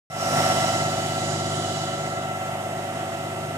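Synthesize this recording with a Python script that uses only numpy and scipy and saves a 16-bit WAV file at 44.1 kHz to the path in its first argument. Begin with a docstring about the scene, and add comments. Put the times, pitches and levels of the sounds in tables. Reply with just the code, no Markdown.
"""A droning diesel with whines, roar and oil hiss starts abruptly but low, swells, peaks and settles.
A pump truck stands a few metres from a phone, its six-cylinder engine held at a nearly steady speed.
Engine hum, oil pump and gear pair are sine waves locked to the engine cycle; clatter is noise repeated
each cycle. Machinery roar, fan and valve are shaped noise; the wind is noise with its treble removed."""
import sys
import numpy as np
from scipy import signal
from scipy.fft import rfft, irfft, next_fast_len
from scipy.io import wavfile

SR = 44100
rng = np.random.default_rng(int(sys.argv[2]) if len(sys.argv) > 2 else 0)


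def wav_out(sig):
    """Save sig, one row per channel (or a flat mono array), as 16-bit PCM at SR to the path in sys.argv[1]."""
    wavfile.write(sys.argv[1], SR, np.round(np.clip(np.atleast_2d(sig).T, -1, 1) * 32767).astype(np.int16))


N = 157437

CYCLE_HZ = 8.3762  # engine cycles a second; one cycle is two crank turns
START_S = .1  # silence before this time

# How loud the main layers are over time; fan and hiss are trimmed later, bass counts against its mean:
# (time [s], machine and wind [dB], bass against machine [dB], fan roar [dB], valve hiss [dB])
LEVELS = [(.1, -46, 5, -56, -61), (.115, -37, -3, -49.5, -52), (.21, -28.5, -7.5, -42.5, -41),
          (.38, -21.5, -7, -36.5, -35.5), (.6, -24.5, -5.5, -40, -35.5), (.81, -26.5, -2, -47, -34.5),
          (1.08, -29, -2.5, -41, -37.5), (1.4, -30, 0.5, -53, -36.5), (1.7, -30.5, -1.5, -49.5, -37.5),
          (1.95, -31, -3, -49, -40), (2.15, -30.5, -4.5, -48.5, -42.5), (2.35, -31, -5, -45, -48.5),
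          (2.7, -31, -5, -46.5, -54), (3.1, -31.5, -5, -46, -51), (3.57, -33, 1, -46, -58)]
# How the tone colour changes over time:
# (time [s], opening-valve hiss [dB], upper gear whine against machine [dB],
#  band near 350 Hz against machine [dB])
COLOURS = [(.1, -50.5, 7, -15), (.2, -40, 0.5, -4), (.4, -33.5, -0.5, -5.5), (.68, -37, 3.5, -2.5),
           (.78, -43, 3, -2), (1., -51, 1, -1), (1.4, -60, -0.5, 4), (1.9, -64, 2.5, 1), (2.4, -73, 2, -5),
           (2.9, -58, -3, -1), (3.57, -68, 1, 1)]


def undb(db):
    """Turn decibels into a plain gain."""
    return 10 ** (np.asarray(db) / 20)


def curve(table, hz):
    """Read a table of (frequency [Hz], value) between its points, on a log frequency axis."""
    points = np.array(table)
    return np.interp(np.log(np.maximum(hz, 1)), np.log(points[:, 0]), points[:, 1])


def track(column, table=LEVELS):
    """Read one column of a table over time, giving a value for every sample."""
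    points = np.array(table)
    return np.interp(np.arange(N) / SR, points[:, 0], points[:, column])


def walk(rate_hz):
    """Random levels, rate_hz of them a second, joined by smooth steps; their spread is near 1."""
    at = np.arange(0, N + 64, 64) * rate_hz / SR  # worked out every 64 samples
    k = at.astype(int)
    level = rng.standard_normal(int(at[-1]) + 2)
    step = .5 - .5 * np.cos(np.pi * (at - k))
    smooth = level[k] * (1 - step) + level[k + 1] * step
    return 1.2 * np.interp(np.arange(N) * rate_hz / SR, at, smooth)


def drift_db(hz):
    """Bass and the band near 350 Hz rise and fall against the rest; above 500 Hz nothing drifts."""
    if hz > 500:
        return 0
    low = np.clip(1 - np.log2(hz / 150), 0, 1)
    mid = np.clip(1 - 2 * abs(np.log2(hz / 350)), 0, 1)
    bass_db = track(2)
    return low * (bass_db - np.mean(bass_db)) + mid * track(3, COLOURS)


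def tone(turns, order, db, pan_db):
    """A sine wave at a multiple of the engine cycle, its level wavering."""
    lag_s = 5e-5  # the left side hears each tone this much later, besides the lag between the ports
    side = np.array([[-.5], [.5]])  # left, right
    phase = 2 * np.pi * (order * (turns + side * lag_s * CYCLE_HZ) + rng.random())
    waver_db = 1. * walk(3)
    db = db + waver_db + drift_db(order * CYCLE_HZ)
    return np.sin(phase) * undb(db) * undb(-side * pan_db)


def noise(gain_of_hz, low_hz, top_hz, source=None):
    """Stereo noise of rms 1, partly shared by both sides, flickering in bands half an octave apart."""
    # How alike the two sides are: (frequency [Hz], share of power common to both [0-1])
    likeness = [(60, .995), (200, .99), (350, .84), (600, .91), (1200, .75), (2200, .45), (4000, .33),
                (15000, .33)]
    # Left-right balance: (frequency [Hz], left minus right [dB])
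    balance = [(60, -2), (110, -1), (200, -4.5), (380, 5.5), (700, 1.5), (1290, -3), (2380, -8.5),
               (4400, -2), (8120, -4.0), (15000, -2)]
    size = next_fast_len(N)
    hz = np.arange(size // 2 + 1) * SR / size
    raw = rng.standard_normal((3, N)) if source is None else source
    spectrum = rfft(raw, size)
    # One shared noise plus a separate noise for each side
    like = np.clip(curve(likeness, hz), 0, 1)
    stereo = np.sqrt(like) * spectrum[0] + np.sqrt(1 - like) * spectrum[1:]
    stereo = stereo * gain_of_hz(hz)
    stereo = stereo * undb(np.array([[.5], [-.5]]) * curve(balance, hz))
    out = 0
    swell_db = .4 * walk(3.06)  # all bands together
    for centre in low_hz * 2 ** np.arange(0, np.log2(top_hz / low_hz), .5):
        band = np.cos(np.pi / 2 * np.clip(2 * np.log2((hz + 1) / centre), -1, 1)) ** 2
        flicker_db = .9 * walk(8.98)  # each band on its own
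        band_sound = irfft(stereo * band, size)[:, :N]
        out = out + band_sound * undb(swell_db + flicker_db + drift_db(centre))
    return out / np.sqrt(np.mean(out ** 2))


def peaks(rows):
    """Gain over frequency of resonances given as (frequency [Hz], width [Hz], level [dB])."""
    def gain(hz):
        power = sum(undb(2 * db) / (1 + (2 * (hz - f) / width) ** 2) ** 2 for f, width, db in rows)
        return np.sqrt(power)
    return gain


def engine_hum(turns):
    """Exhaust and block hum at whole multiples of the engine cycle."""
    # Hum lines: (multiple of the engine cycle, level before trim [dB], left minus right [dB])
    orders = [(6, -33, 0), (9, -27, 0), (12, -7, 1), (14, -14, 0), (15, -12, 1), (18, -5, 1), (20, -15, 0),
              (21, -20, 0), (24, -11, 0), (26, -20, 1), (30, -12, 1), (36, -20, 3), (38, -15, 3),
              (39, -18, 3), (40, -16, 2), (42, -16, 4), (47, -20, 3), (60, -17, -6), (64, -22, -3),
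              (70, -20, -3), (72, -18, -3), (76, -15, -1), (78, -10, -1), (84, -6, 0), (85, -15, 0),
              (88, -18, 2), (96, -19, 0), (106, -20, 3), (120, -27, 0), (141, -23, -2)]
    trim_db = -1
    return sum(tone(turns, k, db + trim_db, pan) for k, db, pan in orders)


def pump_whine(turns):
    """A nine-piston oil pump, geared to the engine, whines at multiples of its shaft speed."""
    # Pump lines: (multiple of the pump shaft, level before trim [dB], left minus right [dB])
    orders = [(7, -15, 0), (18, -11, 5), (27, -8, -3), (35, -11, -1), (36, -3, -1), (45, -18, 1),
              (180, -27, -4)]
    shaft_ratio, trim_db = 2.5, -.5  # pump turns per engine cycle; trim
    return sum(tone(turns, k * shaft_ratio, db + trim_db, pan) for k, db, pan in orders)


def gear_whine(turns):
    """Meshing gear teeth whine at multiples of the tooth rate, with a sideband on either side."""
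    # Gear lines: (multiple of the tooth rate, level [dB],
    #  sidebands one crank turn away against that level [dB], left minus right [dB])
    mesh = [(1, -4.5, -18.5, -3), (2, -5, -13, 0.5), (3, -12.5, -12.5, 5.5), (4, -22, -5, 8.5)]
    teeth_per_cycle = 80
    out = 0
    for k, db, side_db, pan in mesh:
        for step in (-1, 0, 1):
            # Only lines above the first follow the upper-whine track and its rough flutter
            rough_db = 1.2 * walk(25)
            upper_db = (track(2, COLOURS) + rough_db) * (round(k) > 1)
            order = round(k) * teeth_per_cycle + 2 * step
            out = out + tone(turns, order, db + side_db * abs(step) + upper_db, pan)
    return out


def clatter_and_roar(turns):
    """Clatter is noise repeating every engine cycle; roar has the same colour but never repeats."""
    # Colour of both noises: (frequency [Hz], noise level per Hz [dB])
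    colour = [(18, -68), (30, -42), (79, -13), (124, -19), (287, -8), (380, -8.5), (458, -14.5),
              (665, -4.5), (758, -4), (1020, -15), (1260, -10.5), (1330, -12), (1540, -15.5), (1790, -17.5),
              (2000, -12.5), (2240, -22), (2600, -25.5), (3380, -50), (5720, -120)]
    clatter_db, roar_db = -9.5, -5
    shape = lambda hz: undb(curve(colour, hz))
    # One stored cycle of noise, read again and again in step with the engine
    cycle = rng.standard_normal((3, 8192))[:, (turns % 1 * 8192).astype(int)]
    clatter = noise(shape, 60, 3500, cycle)
    roar = noise(shape, 60, 3500)
    return undb(clatter_db) * clatter + undb(roar_db) * roar


def machine():
    """Hum, whines, clatter and roar all follow one machine level; the engine speed wanders slightly."""
    speed = 1 + .0003 * walk(1.5)
    turns = np.cumsum(speed) * CYCLE_HZ / SR  # engine cycles so far
    tones = engine_hum(turns) + pump_whine(turns) + gear_whine(turns)
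    return (tones + clatter_and_roar(turns)) * undb(track(1))


def fan():
    """The cooling fan's broad air roar, made from shaped noise."""
    # Colour of the air noise: (frequency [Hz], noise level per Hz [dB])
    colour = [(1290, -13), (2200, -11.5), (2630, -3.5), (2900, -1.5), (3190, -3.5), (4340, -11.5),
              (8150, -9.5), (11800, -16), (12800, -18), (15200, -24.5)]
    trim_db = 4
    air = noise(lambda hz: undb(curve(colour, hz)), 1600, 20000)
    return air * undb(track(3) + trim_db)


def valve():
    """Oil hiss coloured by the pipes, with a brighter jet while the valve opens."""
    # Pipe resonances in the hiss: (frequency [Hz], width [Hz], level [dB])
    pipes = [(2970, 140, 1), (3350, 450, -7), (3950, 500, -5), (4850, 350, -6), (5800, 300, -7),
             (6900, 650, -4), (7800, 400, -5.5), (8800, 450, -10), (10300, 1500, -16), (12600, 150, -18)]
    # Resonances of the opening jet: (frequency [Hz], width [Hz], level [dB])
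    opening = [(5250, 520, 0), (5570, 91, 5.5), (5840, 180, 3), (8700, 5300, -12.5), (10900, 2600, -22)]
    broad = (5100, 3900, -10.5)  # one wide resonance under the pipes, same columns
    trim_db, pan_db = 2.5, -1  # hiss trim; left minus right, added to the noise's own balance
    flow = noise(peaks(list(pipes) + [broad]), 1600, 20000)
    jet = noise(peaks(opening), 4000, 20000)
    pan = undb(np.array([[.5], [-.5]]) * pan_db)
    return (flow * undb(track(4) + trim_db) + jet * undb(track(1, COLOURS))) * pan


def wind():
    """Faint deep rumble, mostly the same left and right, rising and falling with the machine."""
    mean_db, side_db = -58, -12  # average level; left-right difference against the shared part
    low_pass = signal.butter(2, 40, fs=SR, output="sos")
    mid, side = signal.sosfilt(low_pass, rng.standard_normal((2, N)))
    rumble = mid + undb(side_db) * side * np.array([[1], [-1]])
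    level_db = track(1)
    return rumble / np.std(rumble) * undb(mean_db + level_db - np.mean(level_db))


def scene():
    """All the sources together, silent until the start time."""
    return (machine() + fan() + valve() + wind()) * (np.arange(N) / SR > START_S)


def record(dry):
    """The left port hears everything a little late; the phone cuts the deep bass and the top."""
    lag = 6  # samples
    left = np.roll(dry[0], lag) * (np.arange(N) >= lag)
    x = np.array([left, dry[1]])
    x = signal.sosfilt(signal.butter(2, 50.6, "high", fs=SR, output="sos"), x)
    return signal.sosfilt(signal.ellip(14, .3, 60, 15050, fs=SR, output="sos"), x)


dry = scene()
out = record(dry)
wav_out(out)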